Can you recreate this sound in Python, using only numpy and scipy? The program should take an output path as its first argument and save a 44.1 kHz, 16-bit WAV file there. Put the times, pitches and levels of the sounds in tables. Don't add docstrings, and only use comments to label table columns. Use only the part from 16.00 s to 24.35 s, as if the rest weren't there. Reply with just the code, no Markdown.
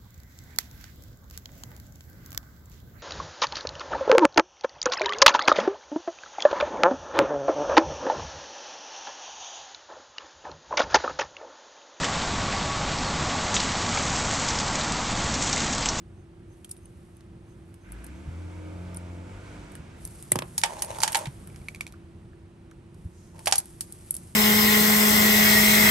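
import sys
import numpy as np
from scipy import signal
from scipy.fft import rfft, irfft, next_fast_len
from scipy.io import wavfile
from scipy.ndimage import map_coordinates

SR = 44100
rng = np.random.default_rng(int(sys.argv[2]) if len(sys.argv) > 2 else 0)


def output_pcm(signal):
    pcm = np.clip(np.atleast_2d(signal).T, -1, 1) * 32767
    wavfile.write(sys.argv[1], SR, np.round(pcm).astype(np.int16))


N = 368235
AGE_S = np.arange(SR // 6) / SR
SIDES = np.array([[.5], [-.5]])


def amp(db):
    return 10 ** (np.asarray(db) / 20)


def unit(x):
    return x / np.sqrt(np.mean(x ** 2) + 1e-20)


def along(points, hz):
    f, v = np.transpose(points)
    return np.interp(np.log(hz + 1), np.log(f + 1), v)


def curves(rows):
    s, *cols = np.transpose(rows)
    return [np.interp(np.arange(N) / SR, s, c) for c in cols]


def wobble(rate_hz, size=16):
    coarse = np.arange(0, N, size)
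    knots = rng.standard_normal(int(N * rate_hz / SR) + 4)
    return np.interp(np.arange(N), coarse, map_coordinates(knots, [coarse * rate_hz / SR]))


def filtered(x, response):
    m = next_fast_len(N + SR // 2)
    return irfft(rfft(x, m) * response(np.fft.rfftfreq(m, 1 / SR)), m)[..., :N]


def pair(width, size):
    mid, side = rng.standard_normal((2, size))
    return np.array([mid + width * side, mid - width * side])


def coloured(x, spectrum):
    return unit(filtered(x, lambda hz: amp(along(spectrum, hz))))


def swell(start_s, length_s, attack_s, release_s):
    t = np.arange(N) / SR - start_s
    return np.clip(t / attack_s, 0, 1) * np.exp(-np.clip((t - length_s) / release_s, 0, 50))


def swells(rows, attack_s, release_s):
    power = sum((amp(db) * swell(start_s, length_s, attack_s, release_s)) ** 2 for start_s, length_s, db in rows)
    return np.sqrt(power)


def blow(x):
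    return x / np.sqrt(np.mean(np.sum(x ** 2, axis=-1)) / (SR / 100) + 1e-20)


CONTACT_RISE_S, SNAP_DB = .0004, 13


def crack(lo_hz, hi_hz, t60_s, after_db=-15, after_t60_s=0.12, width=0.51):
    direct = pair(width, len(AGE_S)) * amp(-60 * AGE_S / max(t60_s, .002))
    direct[:, SR // 1000] += amp(SNAP_DB)
    after = pair(0.97, len(AGE_S)) * amp(after_db - 60 * AGE_S / after_t60_s)
    band = signal.butter(3, [lo_hz, min(hi_hz, SR / 2 - 1)], 'band', fs=SR, output='sos')
    rise = 1 - np.exp(-AGE_S / CONTACT_RISE_S)
    return blow(signal.sosfilt(band, (direct + after) * rise))


def ring(modes, scatter_db=3, detune=0.0038, attack_s=0.00032):
    out = np.zeros((2, len(AGE_S)))
    for hz, db, t60_s in modes:
        phase = 2 * np.pi * hz * (1 + detune * rng.normal()) * AGE_S + rng.normal(0, 0.4, (2, 1))
        out += amp(db + scatter_db * rng.normal() - 60 * AGE_S / t60_s) * np.sin(phase)
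    return blow(out * (1 - np.exp(-AGE_S / attack_s)))


def add(track, s, hit):
    part = track[:, round(s * SR):][:, :hit.shape[1]]
    part += hit[:, :part.shape[1]]


# (frequency [Hz], relative density [dB per Hz])
AIR_SPECTRUM = [(13, -47.5), (22, -11.5), (42, -6), (97, 1), (128, -5), (178, -3.5), (301, -18),
                (333, -11.5), (387, -18.5), (511, -25.5), (1470, -36.5), (1710, -41), (4560, -54),
                (7360, -49.5), (9000, -43.5), (11700, -71), (19800, -120)]
# (frequency [Hz], mean level [dB])
FAN_TONES = [(89, -60), (175, -64.5), (334, -59.5), (363, -62.5)]
# (time [s], rise [dB]); the near-mono air takes half of it
TRAFFIC = [(0, -0.5), (2.2, 1.5), (5.5, 6.5), (6.3, 0.5)]
FIRST_CHIRP_S, CHIRP_PERIOD_S, CHIRPS = 0.196, .329, 7


def background():
    t = np.arange(N) / SR
    air = amp(-49.0 + 1.6 * wobble(6.2)) * coloured(pair(0.088, N), AIR_SPECTRUM)
    wide_spectrum = [(25, -31), (70, -11.5), (250, -5), (600, -10.5), (2500, -20.0), (5000, -29.5), (12000, -36.5)]
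    wide = amp(-61.5) * coloured(pair(0.63, N), wide_spectrum)
    fan = np.zeros(N)
    for hz, db in FAN_TONES:
        level = amp(db + 1.3 * wobble(2.8)) * np.sqrt(2)
        fan += level * np.sin(2 * np.pi * hz * t + .5 * wobble(7.1))
    chirp_times_s = FIRST_CHIRP_S + CHIRP_PERIOD_S * np.arange(CHIRPS)
    chirping = sum(np.exp(-((t - s) / 0.034) ** 2) for s in chirp_times_s)
    chirp_noise = coloured(pair(0.59, N), [(5700, -61), (6250, 2), (6500, -9), (7000, -60)])
    insect = amp(-73) * chirping * chirp_noise
    town_db, = curves(TRAFFIC)
    return amp(town_db / 2) * air + amp(town_db) * wide + fan + insect


# (frequency [Hz], relative level [dB])
PIPE_LEVELS = [(130, -7.5), (177, 4.5), (220, -3), (265, -2.5), (310, 3.5), (360, -7), (400, -6), (445, -6),
               (490, -6), (535, -3), (580, -6.5), (625, -9.5), (670, -5), (715, -8), (770, -16.5),
               (850, -12), (892, -2.5), (935, -12.5), (980, -10.5), (1050, -25), (1200, -15.5),
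               (1340, -16.5), (1550, -18.5), (1750, -33.5), (2300, -17), (2600, -59)]
# (time [s], firing rate [Hz])
FIRING_RATE = [(1.8, 45.57), (1.89, 48.5), (2.03, 57.9), (2.15, 71.55), (2.31, 82.24), (2.42, 86.7),
               (2.56, 88.34), (2.85, 89.06), (3.13, 87.64), (3.25, 89), (3.37, 97.9), (3.65, 101.6),
               (3.7, 100.5), (3.79, 90.5), (3.95, 84.8), (4.2, 79)]
ENGINE_ATTACK_S, ENGINE_RELEASE_S = .13, 0.12
FADE_HZ, LUG_HARMONICS_DB = 208, 3.5


def harmonics(turn, firing_hz, near, labour, size=200):
    start_s, end_s = FIRING_RATE[0][0], FIRING_RATE[-1][0] + 2 * ENGINE_RELEASE_S
    span = np.arange(round(start_s * SR), round(end_s * SR))
    at = span[::size]
    drift = lambda: np.interp(at, np.linspace(at[0], at[-1], num=22), rng.standard_normal(22))
    out = np.zeros((2, N))
    for k in range(3, 56):
        hz = k * firing_hz[at] / 2
        carry = near[at] ** np.minimum((hz / FADE_HZ) ** 2, 6)
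        gain = carry * amp(along(PIPE_LEVELS, hz) + 3.8 * drift() + LUG_HARMONICS_DB * labour[at])
        echo_phase = np.interp(span, at, rng.uniform(0, 2 * np.pi) + .9 * drift())
        phase = k * turn[span] + echo_phase + rng.normal(0, 0.54, (2, 1))
        out[:, span[0]:span[-1] + 1] += np.interp(span, at, gain) * np.sin(phase.astype(np.float32))
    return out


# (frequency [Hz], gain [dB])
STREET_BOOM = [(45, -7), (52, 1), (61, -6), (72, -3), (77, -5), (85, 3), (90, -3.5), (98, 8.5), (104, -10)]
# (frequency [Hz], relative level [dB])
ROAR_SPECTRUM = [(60, -28), (150, -14), (330, -8), (650, -8), (780, -14), (920, -8), (1100, -13),
                 (1500, -9.5), (1800, -16.5), (2300, -12.5), (2600, -17), (4500, -25.5), (8000, -25.5),
                 (12000, -40.5)]
# (start [s], length [s], level [dB])
CLATTER_BURSTS = [(1.83, 0.22, -58), (3.3, 0.24, -65)]
CLATTER_ATTACK_S, CLATTER_RELEASE_S = 0.028, 0.16
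PULL_AWAY_S, DRIVE_S = 1.809, 2.21
NEAREST_S, PASS_S = 2.85, 1
LUG_S, LUG_LENGTH_S, LUG_RAMP_S = 3.22, 0.5, 0.25
LUG_SHARE, EASY_SHARE = 0.83, 0.091
EXHAUST_DB, ROAR_DB, HARMONICS_DB = -37.5, -53, -53
LUG_LOSS_DB, LUG_ROAR_DB = 8, 4.5
LIFT_S, COAST_LOSS_DB = 3.72, 12.5
EXHAUST_PAN_DB, ROAR_UNEVEN_DB = 1.5, 0.7


def vehicle():
    t = np.arange(N) / SR
    firing_hz, = curves(FIRING_RATE)
    present = swell(PULL_AWAY_S, DRIVE_S, ENGINE_ATTACK_S, ENGINE_RELEASE_S)
    near = 1 / np.hypot(1, (t - NEAREST_S) / PASS_S)
    labour = swell(LUG_S, LUG_LENGTH_S, LUG_RAMP_S, ENGINE_RELEASE_S)
    coasting = np.clip((t - LIFT_S) / ENGINE_RELEASE_S, 0, 1)
    half_share = EASY_SHARE + (LUG_SHARE - EASY_SHARE) * labour
    turn = np.pi * np.cumsum(firing_hz * (1 + 0.0021 * wobble(25))) / SR
    firing = np.sin(2 * turn)
    full_order = (1 - half_share) * amp(along(STREET_BOOM, firing_hz)) * firing
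    half_order = half_share * amp(along(STREET_BOOM, firing_hz / 2)) * np.sin(turn)
    exhaust = np.sqrt(2) * (full_order + half_order)
    exhaust_db = EXHAUST_DB - LUG_LOSS_DB * labour - COAST_LOSS_DB * coasting + EXHAUST_PAN_DB * SIDES
    roar = coloured(pair(0.57, N) * (1 + 0.061 * firing), ROAR_SPECTRUM)
    roar_db = ROAR_DB + LUG_ROAR_DB * labour + ROAR_UNEVEN_DB * wobble(13)
    upper = amp(HARMONICS_DB) * harmonics(turn, firing_hz, near, labour)
    passing = present * near * (amp(exhaust_db) * exhaust + amp(roar_db) * roar + upper)
    clatter_spectrum = [(700, -29.0), (1000, -9.5), (1550, 5.5), (1850, -2.5), (2300, -0.5), (2800, -7.5), (4500, -24.5)]
    clatter = coloured(pair(0.74, N) * (1 + 0.16 * firing), clatter_spectrum)
    return passing + swells(CLATTER_BURSTS, CLATTER_ATTACK_S, CLATTER_RELEASE_S) * clatter


# (start [s], length [s], level [dB])
STROKES = [(.45, 0.65, -70.5), (1.4, 1.8, -74.5), (3.95, 0.85, -55.5), (4.85, 0.33, -51.5),
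           (5.25, 0.46, -61), (6.9, 0.47, -70), (7.35, 0.36, -56.5), (7.75, 0.52, -56)]
# (frequency [Hz], relative level [dB])
CLOTH_SPECTRUM = [(1500, -6), (4000, -7.5), (7000, -4), (8500, 1), (11500, -1), (16000, -17.5)]
STROKE_ATTACK_S, STROKE_RELEASE_S = 0.098, 0.12
BRUSH_S, BRUSH_LENGTH_S, BRUSH_DB = 7.09, 0.16, -64


def rustle():
    sliding = swells(STROKES, STROKE_ATTACK_S, STROKE_RELEASE_S) * amp(0.67 * wobble(11.0))
    brushing = amp(BRUSH_DB) * swell(BRUSH_S, BRUSH_LENGTH_S, STROKE_ATTACK_S, STROKE_RELEASE_S)
    uneven = amp(1.7 * wobble(670) + 1.1 * wobble(79))
    cloth = sliding * coloured(pair(0.48, N) * uneven, CLOTH_SPECTRUM)
    skin = brushing * coloured(pair(0.76, N), [(2000, -23.5), (5000, -5.5), (6500, 1), (10000, -13.0)])
    return cloth + skin


def push(hz):
    return blow(np.sin(2 * np.pi * hz * AGE_S) * (1 - np.exp(-AGE_S / 0.0087)) * amp(-60 * AGE_S / 0.068))


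# (time [s], ring level [dB], edge level before a 2.5 dB lift [dB])
CLAW_CLICKS = [(5.5, -59, -66), (5.545, -59.5, -70), (5.56, -60, -54), (5.616, -59.5, -68),
               (5.6848, -34, -47), (5.7474, -45, -51), (5.759, -51, -56), (5.8084, -31, -38.5),
               (5.8665, -44.5, -48), (5.8766, -59, -53), (5.9231, -63, -56), (6.712, -76, -62)]
# (frequency [Hz], relative level [dB], t60 [s])
DOOR_TRACK_MODES = [(1600, -15, .016), (2280, 0, .024), (2420, -4, .02), (2950, -15, .014),
                    (4300, -14, .012)]
# (time [s], level [dB])
DULL_TAPS = [(3.753, -55), (5.937, -53), (6.331, -61), (6.714, -56.5)]
# (time [s], pitch [Hz], level [dB], overtone level [dB])
LOW_THUDS = [(2.276, 65.04, -32, -33), (3.791, 72.5, -36, -44), (4.039, 55.86, -38, -49),
             (4.319, 54, -45.5, -39), (4.356, 65.4, -43.5, -34), (5.272, 66.4, -37, -27.5),
             (5.6, 54.6, -39, -49.5), (7.051, 83.7, -28.5, -37.5)]
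OVERTONE_RATIO = 2.04


def taps_and_thuds():
    out = np.zeros((2, N))
    for s, ring_db, edge_db in CLAW_CLICKS:
        track = amp(ring_db) * ring(DOOR_TRACK_MODES, scatter_db=5.0, detune=0.0027)
        edge = amp(edge_db + 2.5) * crack(440, 11990, t60_s=0.014, after_db=-18.5, width=0.22)
        add(out, s, track + edge)
    for s, db in DULL_TAPS:
        add(out, s, amp(db) * crack(1100, 1820, t60_s=0.031, after_db=-24, width=0.23))
    for s, hz, db, overtone_db in LOW_THUDS:
        thud = amp(db) * push(hz) + amp(overtone_db) * push(OVERTONE_RATIO * hz)
        add(out, s, np.array([thud, thud]))
    return out


# (start [s], length [s], level before the rub and ring gains [dB])
PULLS = [(4.625, 0.22, -42), (4.865, 0.25, -42), (5.15, 0.078, -41), (7.335, 0.06, -54.5),
         (7.47, 0.12, -51.5)]
# (frequency [Hz], relative density [dB per Hz])
SCRAPE_SPECTRUM = [(210, -48.5), (350, -14.5), (474, -12), (603, -6), (713, -21.5), (881, 0), (1210, -19),
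                   (2150, -18), (4940, -26.5), (6390, -20.5), (7210, -23.5), (9460, -27.5), (11700, -28.5),
                   (12400, -37), (13000, -70.5)]
PULL_ATTACK_S, PULL_RELEASE_S = 0.019, 0.029
PULL_UNEVEN_DB, SLIP_UNEVEN_DB = 2, 3.4


def driven(grains, modes):
    response = lambda f: sum(amp(db) / (1 + 1j * (f - hz) * t60_s / 1.2) for hz, db, t60_s in modes)
    return unit(filtered(grains, response))


def drag():
    pulling = swells(PULLS, PULL_ATTACK_S, PULL_RELEASE_S) * amp(PULL_UNEVEN_DB * wobble(34))
    grains = pair(.5, N) * amp(SLIP_UNEVEN_DB * wobble(500))
    sill = amp(-3.5) * driven(grains, HOLLOW_SILL_MODES)
    clip = amp(-25.0) * driven(grains, LEASH_CLIP_MODES)
    tag_ring = amp(-19.0) * driven(grains, METAL_TAG_MODES)
    rub = amp(-1.5) * coloured(grains, SCRAPE_SPECTRUM)
    return pulling * (rub + sill + clip + tag_ring)


# (frequency [Hz], relative level [dB], t60 [s])
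LOW_BUCKLE_MODES = [(1915, -1, .055), (2310, -1, .045), (2475, -2, .05), (2715, -3, .045), (3025, 1, .042),
                    (3270, 0, .05), (3758, -2, .035)]
# (frequency [Hz], relative level [dB], t60 [s])
LEASH_CLIP_MODES = [(4530, 1, .035), (5050, -6, .04), (5440, -3, .04), (5950, -1, .035), (6450, 0, .04),
                    (6990, 1, .045)]
# (frequency [Hz], relative level [dB], t60 [s])
METAL_TAG_MODES = [(8340, 3, .03), (8850, 1, .035), (9620, 0, .055), (11100, -2, .025)]


def metal(body_db, edge_db, shine_db, t60_s, after_db, ring_db):
    body = crack(1250, 3800, t60_s * 1.1, after_db)
    body = body + amp(ring_db) * ring(LOW_BUCKLE_MODES, scatter_db=1.5, detune=0.0088)
    edge = crack(4100, 9200, t60_s, after_db)
    edge = edge + amp(ring_db) * ring(LEASH_CLIP_MODES, scatter_db=3, detune=0.0059)
    shine = crack(7930, 13000, t60_s, after_db) + amp(ring_db) * ring(METAL_TAG_MODES)
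    shine = shine + amp(-4.0) * crack(12000, 17000, t60_s / 2, after_db)
    return amp(body_db) * blow(body) + amp(edge_db) * blow(edge) + amp(shine_db - 2.5) * blow(shine)


# (time [s], body level [dB], edge level [dB], shine level before a 2.5 dB cut [dB], nominal t60 [s])
TAG_TOUCHES = [(0.6454, -55.5, -53, -43.5, 0.024), (.692, -63, -60, -47.5, 0.039),
               (0.7124, -62, -46.5, -34.5, 0.027), (.766, -69, -66, -58, .01), (.857, -69, -71, -60, .012),
               (1.168, -75, -76, -58, .012), (1.207, -64, -64, -64, 0.016), (1.7413, -65, -67, -53, .012),
               (1.92, -66, -74, -42.5, .013), (2.0427, -70, -63, -43.5, 0.017),
               (2.0654, -74, -57, -47.5, 0.015), (2.945, -68, -55, -46.5, 0.014),
               (2.9702, -66, -54.5, -43.5, .013), (3.719, -68, -67, -52.5, 0.0071),
               (3.7526, -56, -58, -44, 0.008), (4.051, -72, -52, -33.5, 0.0071),
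               (4.0747, -68, -53, -51, .007), (4.2248, -62, -54.5, -40, .008),
               (4.328, -43.5, -50, -44.5, 0.02506), (4.366, -48.5, -54, -50, 0.0141),
               (4.615, -47, -40.5, -40, 0.014), (4.708, -61, -55, -52, .008),
               (4.734, -57, -55.5, -51.5, .008), (4.7926, -61.5, -44.5, -51, .008),
               (4.846, -49.5, -43.5, -36.5, 0.0093), (4.947, -48, -55, -53, .012),
               (5.018, -40, -41.5, -33.5, .012), (5.189, -61.5, -46, -39, 0.011),
               (5.27, -46.5, -49, -47, 0.0121), (5.473, -61, -73, -45, 0.013), (6.944, -76, -68, -61, .012),
               (7.392, -54, -53, -47.5, .01), (7.512, -44, -36, -32, .013), (7.601, -55, -52, -40, .014),
               (7.656, -65, -59, -46, 0.012), (7.923, -84, -53, -37.5, 0.018),
               (8.1082, -59, -50, -26, 0.0085), (8.141, -59, -53, -35, 0.011),
               (8.151, -62, -50, -35.5, .012), (8.1658, -62, -48, -31, 0.012)]
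# (time [s], frequency [Hz], level [dB], t60 [s])
CLEAR_PINGS = [(.6452, 3240, -54, 0.019), (0.7103, 9500, -44, .02), (.774, 9560, -57, 0.044),
               (0.856, 9560, -53, 0.013), (2.964, 9550, -46, .012), (2.9696, 9450, -39.5, 0.014),
               (3.7531, 2900, -57, 0.014), (4.052, 6080, -49.5, 0.0098), (4.0745, 11550, -49, 0.01),
               (4.319, 2020, -29, .016), (4.5791, 10600, -34.5, .04), (4.58, 6730, -32, 0.023),
               (4.821, 9650, -26.5, 0.053), (4.856, 9570, -41.5, .04), (7.5555, 10440, -41, .04),
               (7.581, 10200, -23.5, .04), (8.1081, 11340, -27.5, 0.006), (8.143, 9650, -37, 0.052)]


def tag():
    out = np.zeros((2, N))
    for s, body_db, edge_db, shine_db, t60_s in TAG_TOUCHES:
        add(out, s, metal(body_db, edge_db, shine_db, t60_s=t60_s, after_db=-21.5, ring_db=-10))
    for s, hz, db, t60_s in CLEAR_PINGS:
        add(out, s, amp(db) * ring([(hz, 0, t60_s)], detune=.001))
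    return out


# (time [s], thud level [dB], knock pitch [Hz], knock level [dB],
# body level [dB], edge level [dB], shine level before a 2.5 dB cut [dB])
LANDINGS = [(4.3183, -30, 596, -38.5, -33.5, -37, -13), (4.3565, -25.5, 900, -28.5, -35.5, -35.5, -29.5),
            (4.3883, -35.5, 1050, -37, -33.5, -33.5, -33), (4.4213, -36, 993, -34.5, -37, -58, -44.5)]
# (frequency [Hz], relative level [dB], t60 [s])
BENDING_MODES = [(249, -4.5, 0.097), (367.5, -4, 0.16), (606, 5, 0.042), (810, -6.5, 0.13),
                 (1030, -12, 0.087)]
BEND_TOP_HZ, BEND_LOW_HZ, BEND_FALL_S, BEND_PEAK_S, BEND_SPREAD_S = 773, 120, .003, 0.0068, 0.011


def drop():
    out = np.zeros((2, N))
    bend_hz = BEND_LOW_HZ + (BEND_TOP_HZ - BEND_LOW_HZ) * np.exp(-AGE_S / BEND_FALL_S)
    bend_envelope = np.exp(-((AGE_S - BEND_PEAK_S) / BEND_SPREAD_S) ** 2 / 2)
    bend = blow(np.sin(2 * np.pi * np.cumsum(bend_hz) / SR) * bend_envelope)
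    for s, thud_db, knock_hz, knock_db, body_db, edge_db, shine_db in LANDINGS:
        thud = amp(thud_db) * (bend + amp(-5) * ring(BENDING_MODES, scatter_db=2.5, detune=0.0049))
        knock_ring = ring([(knock_hz, 0, .011)], detune=.02)
        knock_crack = crack(0.5 * knock_hz, 1.4 * knock_hz, t60_s=0.013, after_db=-15.5, width=.3)
        knock = amp(knock_db) * blow(knock_ring + knock_crack)
        parts = metal(body_db, edge_db, shine_db, t60_s=0.018, after_db=-32, ring_db=-19.5)
        add(out, s, thud + knock + parts)
    return out


# (frequency [Hz], relative level [dB], t60 before a blow shortens it [s])
HOLLOW_SILL_MODES = [(555, -9, .06), (645, -1, .05), (716, -5, .11), (818, 1, .13), (902, 1, .17),
                     (1003, -9, .07)]
SPOT_HZ_PER_DB = 22
SILL_THUMP_DB, SILL_THUMP_RISE_S, SILL_THUMP_T60_S = -3.5, 0.0041, .024


def clack(body_db, edge_db, shine_db, sill_db, spot_hz):
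    modes = [(hz, db - abs(hz - spot_hz) / SPOT_HZ_PER_DB, t60_s * 0.6) for hz, db, t60_s in HOLLOW_SILL_MODES]
    thump = ring([(spot_hz, 0, SILL_THUMP_T60_S)], detune=0.0094, attack_s=SILL_THUMP_RISE_S)
    ringing = ring(modes, scatter_db=3.0, detune=0.0042, attack_s=.0012)
    knock = crack(.75 * spot_hz, 1.68 * spot_hz, t60_s=0.021)
    sill = amp(SILL_THUMP_DB) * thump + amp(-4.5) * ringing + amp(-9) * knock
    return amp(sill_db) * sill + metal(body_db, edge_db, shine_db, t60_s=0.022, after_db=-14.5, ring_db=-6.5)


# (time [s], body level [dB], edge level [dB], shine level before a 2.5 dB cut [dB], sill level [dB])
SILL_BLOWS = [(4.579, -38, -28.5, -22, -42), (4.6352, -20, -21, -23.5, -22), (4.658, -41, -42, -36.5, -32),
              (4.821, -38, -31, -23.5, -40.5), (4.9853, -47, -47, -40, -35), (5.0032, -45, -33.5, -37, -36),
              (5.027, -41, -33, -29, -39), (5.0329, -24, -19, -21.5, -23.5),
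              (5.077, -30.5, -29, -29, -31.5), (5.12, -45, -46, -29.5, -57), (5.128, -40.5, -38, -32, -55),
              (5.1462, -23, -26, -27, -28), (5.154, -27.5, -25.5, -28, -26.5), (5.169, -53, -40, -25, -44),
              (5.256, -38, -46, -46, -39), (7.458, -43, -34, -28.5, -53), (7.471, -25, -27.5, -28, -22.5),
              (7.476, -31, -29.5, -24, -24), (7.5234, -22.5, -16.5, -24, -22.5),
              (7.5558, -44, -29, -25, -56), (7.5796, -46, -31, -30.5, -57), (7.8075, -46, -36.5, -27, -61)]
# (time [s], frequency [Hz])
SPOT_PITCH = [(5.3, 870), (7.47, 730), (7.53, 790), (7.56, 880)]
HARD_DB = -24.9
REBOUND_S, REBOUND_LOSS_DB, REBOUND_SILL_LOSS_DB = .0115, 20.5, 6
CLACK_PAN_DB = -1.6


def clacks():
    out = np.zeros((2, N))
    for s, body_db, edge_db, shine_db, sill_db in SILL_BLOWS:
        spot_hz = np.interp(s, *np.transpose(SPOT_PITCH))
        metal_db = np.array([body_db, edge_db, shine_db])
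        add(out, s, clack(*metal_db, sill_db, spot_hz))
        if body_db > HARD_DB:
            rebound = clack(*(metal_db - REBOUND_LOSS_DB), sill_db - REBOUND_SILL_LOSS_DB, spot_hz)
            add(out, s + REBOUND_S, rebound)
    return out * amp(CLACK_PAN_DB * SIDES)


# (frequency [Hz], t60 [s])
DOORWAY_T60 = [(200, 0.068), (800, 0.22), (1500, 0.3), (4000, 0.038), (12000, 0.053)]


def room(x):
    hz, t, z = signal.stft(rng.standard_normal((2, SR // 3)), SR, nperseg=256)
    decay = amp(-60 * t / along(DOORWAY_T60, hz)[:, None])
    tail = signal.istft(z * decay, SR, nperseg=256)[1]
    late = np.pad(tail, ((0, 0), (SR // 200, 0))) / np.linalg.norm(tail[0])
    return signal.fftconvolve(x, late, axes=1)[:, :N]


def scene():
    hits = drop() + clacks()
    close = tag() + taps_and_thuds()
    tail = amp(-17.5) * room(hits + amp(-7.0) * close)
    return hits + close + tail + drag() + rustle() + vehicle() + background()


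# (frequency [Hz], gain [dB])
TREBLE_RESPONSE = [(8800, -0.5), (9800, -1.5), (10250, -16), (10600, -1.5), (11200, 2), (12000, -8),
                   (12800, -18), (13800, -30.5), (15000, -12), (16000, -29)]
# (frequency [Hz], left minus right [rad])
PORT_PHASE = [(20, -0.12), (150, -0.11), (500, -0.64), (1000, -1.3), (2500, -0.83), (5500, -0.43),
              (7500, -1.2), (8700, -0.3), (11000, -0.85)]
# (frequency [Hz], left minus right [dB])
PORT_LEVEL = [(100, -0.4), (700, -2), (2500, -2), (5000, -3), (8500, 1)]


def port_response(f):
    level = amp(along(TREBLE_RESPONSE, f) + SIDES * along(PORT_LEVEL, f))
    return level * np.exp(1j * SIDES * along(PORT_PHASE, f))


# (frequency [Hz], width [Hz], relative in-phase level [dB], relative opposed level [dB])
PORT_CAVITIES = [(9180, 350, -3, 8), (10420, 370, -16.5, 18)]


def cavity_response(f):
    out = 0
    for hz, width_hz, same_db, opposed_db in PORT_CAVITIES:
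        out = out + (amp(same_db) + 2 * SIDES * amp(opposed_db)) / (1 + 1j * (f - hz) / width_hz) ** 2
    return out


OVERLOAD, LOW_CUT_HZ, TOP_HZ = .88, 30., 16500


def record(dry):
    heard = filtered(dry, port_response) + amp(-7.0) * filtered(dry.mean(axis=0), cavity_response)
    heard = heard / (1 + (heard / OVERLOAD) ** 4) ** .25
    return filtered(heard, lambda hz: (hz < TOP_HZ) * hz ** 3 / np.sqrt(hz ** 6 + LOW_CUT_HZ ** 6))


dry = scene()
out = record(dry)
output_pcm(out)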